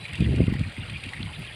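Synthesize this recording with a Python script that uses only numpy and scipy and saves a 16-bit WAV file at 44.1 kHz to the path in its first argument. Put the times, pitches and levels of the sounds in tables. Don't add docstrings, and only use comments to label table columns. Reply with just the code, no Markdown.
import sys
import numpy as np
from scipy import signal
from scipy.io import wavfile
from scipy.ndimage import uniform_filter1d

SR = 44100
rng = np.random.default_rng(int(sys.argv[2]) if len(sys.argv) > 2 else 0)


def generate_wav(sig):
    pcm = np.round(np.clip(np.atleast_2d(sig).T, -1, 1) * 32767).astype(np.int16)
    wavfile.write(sys.argv[1], SR, pcm)


N = 68355
TIME = np.arange(N) / SR
WATER_EDGE_HZ = 4920

# frequency in Hz, relative level in dB.
RUSH_COLOUR = [(30, 2), (100, 7), (300, 1.5), (600, 2), (1100, -6.5), (1700, -3), (2400, 6), (3500, -3.5),
               (4300, -5), (4750, -12), (5050, -20.5), (5600, -18), (6500, -31.5), (7400, -20), (9200, -11),
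               (10500, -23), (12500, -30), (15500, -37)]
# time in seconds, relative level in dB.
WIND_LEVEL = [(0, -45), (.034, -37.5), (.06, -56), (.09, -44), (.13, -32.5), (.168, -41), (.212, -17.5),
              (.245, -24.5), (.275, -21), (.325, -21), (.355, -26), (.385, -18), (.42, -18.5), (.46, -30),
              (.49, -24.5), (.53, -30), (.575, -28), (.612, -23.5), (.646, -36.5), (.668, -26.5),
              (.735, -55), (.765, -47), (.785, -29.5), (.866, -41.5), (.92, -33), (.962, -35.5),
              (1.01, -49.5), (1.07, -32.5), (1.118, -49), (1.204, -34), (1.252, -31), (1.306, -38.5),
              (1.34, -49), (1.39, -32.5), (1.48, -47.5), (1.55, -46)]
# frequency in Hz, relative level in dB.
WIND_COLOUR = [(25, -20), (45, -8), (65, -0.5), (110, 2), (170, -5), (280, -10), (400, -18.5), (600, -26),
               (1000, -65)]
# bubble pitch in Hz, relative level in dB.
BUBBLE_COLOUR = [(700, -18), (1200, -13), (1600, -8), (2050, 0), (2600, 2.5), (3200, -4), (3900, -8),
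                 (4600, -10)]
# start in seconds, relative level in dB, pitch in Hz.
PLOPS = [(.0528, -22.5, 2250), (.0912, -28, 2990), (.1271, -26.5, 2110), (0.1457, -21, 2670),
         (0.2067, -23, 2480), (0.226, -33, 3020), (0.2616, -24, 2000), (0.538, -26.5, 1940),
         (.5621, -30, 1980), (.636, -24, 2330), (.7751, -34, 2070), (.8335, -27, 2880), (0.9605, -21, 2400),
         (1.038, -26, 2650), (1.0876, -25.5, 2600), (1.1336, -20.5, 1960), (1.182, -26.5, 1970),
         (1.4206, -27.5, 2580)]
# time in seconds, relative level in dB.
HIGH_BUZZ_LEVEL = [(0, -64), (.47, -67.5), (.51, -84), (.72, -83), (.86, -71), (1.15, -66), (1.4, -61),
                   (1.55, -61)]
LOW_BUZZ_LEVEL = [(0, -67), (.3, -72), (.62, -77), (.8, -62.5), (.95, -66), (1.18, -65.5), (1.55, -71)]
# start in seconds, length in seconds, relative level in dB, pitch in Hz.
GURGLES = [(0.05, 0.014, -38, 2780), (.09, 0.024, -40, 2750), (0.129, 0.039, -43.5, 2940),
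           (0.202, 0.014, -41.5, 2760), (0.228, 0.018, -38.5, 2940), (0.343, .025, -42.5, 2600),
           (.529, .012, -41.5, 808), (0.633, .022, -41.5, 2250), (0.804, 0.032, -43.5, 3000),
           (.84, 0.065, -50.5, 1465), (0.879, .025, -45.5, 3470), (0.918, 0.053, -41.5, 2710),
           (1.032, .03, -42, 2700), (1.105, .035, -48, 905), (1.132, 0.049, -42.5, 2010),
           (1.266, .05, -48, 865), (1.324, 0.043, -42.5, 3190), (1.415, 0.037, -56, 2420),
           (1.474, .028, -43, 2860), (1.522, 0.026, -45, 3650)]
# start in seconds, relative level in dB.
SPLASHES = [(0.052, -39.5), (.133, -32), (.155, -32.5), (0.206, -36.5), (0.36, -35), (.468, -41),
            (0.539, -35.5), (.594, -34.5), (0.898, -36), (1.039, -34), (1.061, -40), (1.091, -34.5),
            (1.136, -37), (1.228, -46)]
# frequency in Hz, relative level in dB.
SPLASH_COLOUR = [(800, -25), (2000, 3.5), (3200, 6.5), (4600, -2.5), (5200, -13.5), (6500, -15.5),
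                 (7500, -10.5), (9200, -6), (10500, -25), (12000, -27), (15000, -41)]
# centre in seconds, relative level in dB, half width in seconds, swing frequency in Hz.
THUMPS = [(0.2069, -9.5, 0.0014, 193), (0.2231, -12, 0.001, 225), (0.2656, -12.5, 0.002, 149),
          (.292, -16.5, 0.00086, 200), (0.3299, -20, 0.00064, 142), (.341, -17.5, 0.00087, 300),
          (0.375, -16, .0021, 112), (.405, -8, 0.00075, 170), (.416, -9, .0016, 129),
          (.44, -15, .0015, 150), (0.4819, -9.5, 0.00095, 85), (0.5241, -11.5, 0.0012, 184),
          (0.554, -21, .0012, 225), (.611, -11.5, 0.0018, 150), (.782, -26.5, 0.0011, 200),
          (1.2037, -23, 0.0013, 225)]
# start in seconds, relative level in dB.
TICKS = [(.5325, -43), (1.393, -37)]


def from_db(db):
    return 10 ** (np.asarray(db) / 20)


def unit_rms(x):
    return x / np.sqrt(np.mean(x ** 2) + 1e-20)


def ride(rows):
    return np.interp(TIME, *np.transpose(rows))


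def colour_db(colour, hz):
    freqs, levels = np.transpose(colour)
    return np.interp(np.log(hz), np.log(freqs), levels)


def drift(rate_hz):
    hop, run_in = 40, 2000
    pole = np.exp(-2 * np.pi * rate_hz * hop / SR)
    noise = rng.standard_normal(N // hop + run_in + 2)
    wander = signal.lfilter([1], [1, -2 * pole, pole * pole], noise)[run_in:]
    return np.interp(np.arange(N) / hop, np.arange(len(wander)), unit_rms(wander))


def filtered(x, kind, hz, order):
    return signal.sosfilt(signal.butter(order, hz, kind, fs=SR, output="sos"), x)


def noise_bands(low_hz, high_hz, count):
    edges = np.geomspace(low_hz, high_hz, count + 1)
    for low, high in zip(edges, edges[1:]):
        noise = rng.standard_normal(N + SR // 10)
        yield np.sqrt(low * high), filtered(noise, "band", [low, high], order=3)[-N:]


def add(track, start_s, sound):
    i = int(np.clip(start_s * SR, 0, N - 1))
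    track[i:i + len(sound)] += sound[:N - i]


def rush(flicker_db=2.0):
    bed = sum(from_db(colour_db(RUSH_COLOUR, hz) + flicker_db * drift(33)) * band
              for hz, band in noise_bands(25, 16000, count=56))
    return from_db(-46.5) * unit_rms(bed)


def wind(full_db=-9, knee_hz=148, dulling=0.28, even_s=0.021):
    level_db = ride(WIND_LEVEL)
    tilt_db_per_octave = dulling * np.maximum(full_db - level_db, 0)
    eddies = np.zeros(N)
    for hz, band in noise_bands(22, 1200, count=14):
        octaves_over_knee = max(np.log2(hz / knee_hz), 0)
        eddies += from_db(colour_db(WIND_COLOUR, hz) - tilt_db_per_octave * octaves_over_knee) * band
    window = int(even_s * SR)
    power = uniform_filter1d(uniform_filter1d(eddies ** 2, window), window)
    rumble = from_db(level_db - 0.5) * eddies / np.sqrt(power + 1e-20)
    return filtered(rumble, "high", 49.4, order=4)


def bubble(hz, cycles, attack_s, rise=0.072):
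    t60 = cycles / hz
    t = TIME[:int(t60 * SR)]
    phase = 2 * np.pi * hz * t * (1 + rise / 2 * t / t60)
    return np.sin(phase) * from_db(-60 * t / t60) * (1 - np.exp(-t / attack_s))


def trickle(bubbles_per_s=2200, spread_db=4.5):
    fizz, plops = np.zeros(N), np.zeros(N)
    for when, pitch, strength, ring in rng.random((int(bubbles_per_s * N / SR), 4)):
        hz = 700 * (4700 / 700) ** pitch
        accent_db = spread_db * min(-np.log(1 - strength), 4)
        gain = from_db(colour_db(BUBBLE_COLOUR, hz) + accent_db)
        add(fizz, when * N / SR, gain * bubble(hz, cycles=37.3 * (.5 + ring), attack_s=0.00033))
    for start, db, hz in PLOPS:
        add(plops, start, from_db(db - 2.5) * bubble(hz, cycles=45.3, attack_s=0.00045))
    return filtered(from_db(-46) * unit_rms(fizz) + plops, "low", WATER_EDGE_HZ, order=12)


def ditch(water, t60_s=.06, predelay_s=.003, wet_db=-10.5):
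    t = TIME[:SR // 10]
    tail = rng.standard_normal(len(t)) * from_db(-60 * t / t60_s) * (t > predelay_s)
    tail /= np.sqrt(np.sum(tail ** 2))
    return water + from_db(wet_db) * signal.fftconvolve(water, tail)[:N]


def buzz(level, strokes_per_s, pitch_hz, fall_hz, unsteady, rough_hz):
    stroke = np.cumsum(strokes_per_s * (1 + unsteady * drift(1.7))) / SR % 1
    hz = pitch_hz - fall_hz * (stroke - .5) + rough_hz * drift(202)
    tone = np.sin(2 * np.pi * np.cumsum(hz) / SR)
    return from_db(ride(level)) * unit_rms(np.sin(np.pi * stroke) ** 2 * tone)


def cricket(hz, waver_hz, flutter_db):
    flutter = from_db(flutter_db * drift(30))
    phase = 2 * np.pi * np.cumsum(hz + waver_hz * drift(65)) / SR
    return unit_rms(flutter * np.sin(phase))


def insects(swells_per_s=7.88, swell_peak_s=0.78, swell_db=4.5, chirp_end_s=0.073, release_s=.015):
    high = buzz(HIGH_BUZZ_LEVEL, 81, pitch_hz=9860, fall_hz=1020, unsteady=.005, rough_hz=50.4)
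    low = buzz(LOW_BUZZ_LEVEL, 72, pitch_hz=8600, fall_hz=443, unsteady=.055, rough_hz=98.5)
    swells = from_db(swell_db * np.cos(2 * np.pi * swells_per_s * (TIME - swell_peak_s)))
    steady = from_db(-63.5) * cricket(hz=4760, waver_hz=21.9, flutter_db=2)
    chirp = from_db(-49.5) * cricket(hz=3970, waver_hz=70, flutter_db=3)
    chirp_fade = np.clip((chirp_end_s - TIME) / release_s, 0, 1)
    return high + swells * low + steady + chirp_fade * chirp


def gurgles(bubbles_per_s=450, spread_octaves=0.304):
    track = np.zeros(N)
    for (start, length, db, centre_hz), draws in zip(GURGLES, rng.random((len(GURGLES), 60, 3))):
        cluster = np.zeros(N)
        count = max(int(bubbles_per_s * length), 3)
        for when, pitch, strength in draws[:count]:
            hz = centre_hz * 2 ** (spread_octaves * (2 * pitch - 1))
            ring = bubble(hz, cycles=47, attack_s=0.00043)
            add(cluster, start + when * length, (.5 + strength) * ring)
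        cluster_rms = np.sqrt(np.sum(cluster ** 2) / (length * SR))
        track += from_db(db - 2) * cluster / cluster_rms
    return filtered(track, "low", WATER_EDGE_HZ, order=12)


def splashes(spray_per_s=200, attack_s=0.0005, t60_s=0.02):
    hiss = sum(from_db(colour_db(SPLASH_COLOUR, hz)) * band
               for hz, band in noise_bands(700, 16000, count=26))
    spray_hits = rng.random(N) < spray_per_s / SR
    drops = spray_hits * from_db(-48 + np.minimum(rng.exponential(1, N), 4))
    for start, db in SPLASHES:
        add(drops, start, from_db([db]))
    power_decay = np.exp(-2 * np.log(1000) / (t60_s * SR))
    power = signal.lfilter([1], [1, -power_decay], drops ** 2 + 1e-18)
    envelope = uniform_filter1d(np.sqrt(power), int(attack_s * SR) + 1)
    return envelope * unit_rms(hiss)


def thumps(port_q=1.8):
    track = np.zeros(N)
    for centre, db, half_width, swing_hz in THUMPS:
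        dip = -from_db(db + 0.5) * np.exp(-((TIME - centre) / half_width) ** 2)
        omega = 2 * np.pi * swing_hz
        bass_cut = signal.bilinear([1, 0, 0], [1, omega / port_q, omega ** 2], SR)
        track += signal.lfilter(*bass_cut, dip + 1e-18)
    return track


def ticks(hz=12500, t60_s=0.0033):
    track, t = np.zeros(N), TIME[:SR // 50]
    for start, db in TICKS:
        add(track, start, from_db(db - 60 * t / t60_s) * rng.standard_normal(len(t)))
    return filtered(track + 1e-18, "band", [hz / 1.25, hz * 1.25], order=2)


def splat(start_s=1.229, hz=3200, t60_s=0.014):
    band_hz = [hz / 1.45, hz * 1.45]
    hiss = unit_rms(filtered(rng.standard_normal(N), "band", band_hz, order=3))
    envelope = from_db(-28 - 60 * np.maximum(TIME - start_s, 0) / t60_s) * (TIME >= start_s)
    return filtered(envelope * hiss + 1e-18, "band", band_hz, order=3)


def scene():
    water = rush() + ditch(trickle() + gurgles() + splashes()) + splat()
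    return (water + wind() + thumps() + insects() + ticks())[None]


def record(dry, cutoff_hz=15550):
    return signal.sosfilt(signal.ellip(10, .1, 80, cutoff_hz, fs=SR, output="sos"), dry)


dry = scene()
out = record(dry)
generate_wav(out)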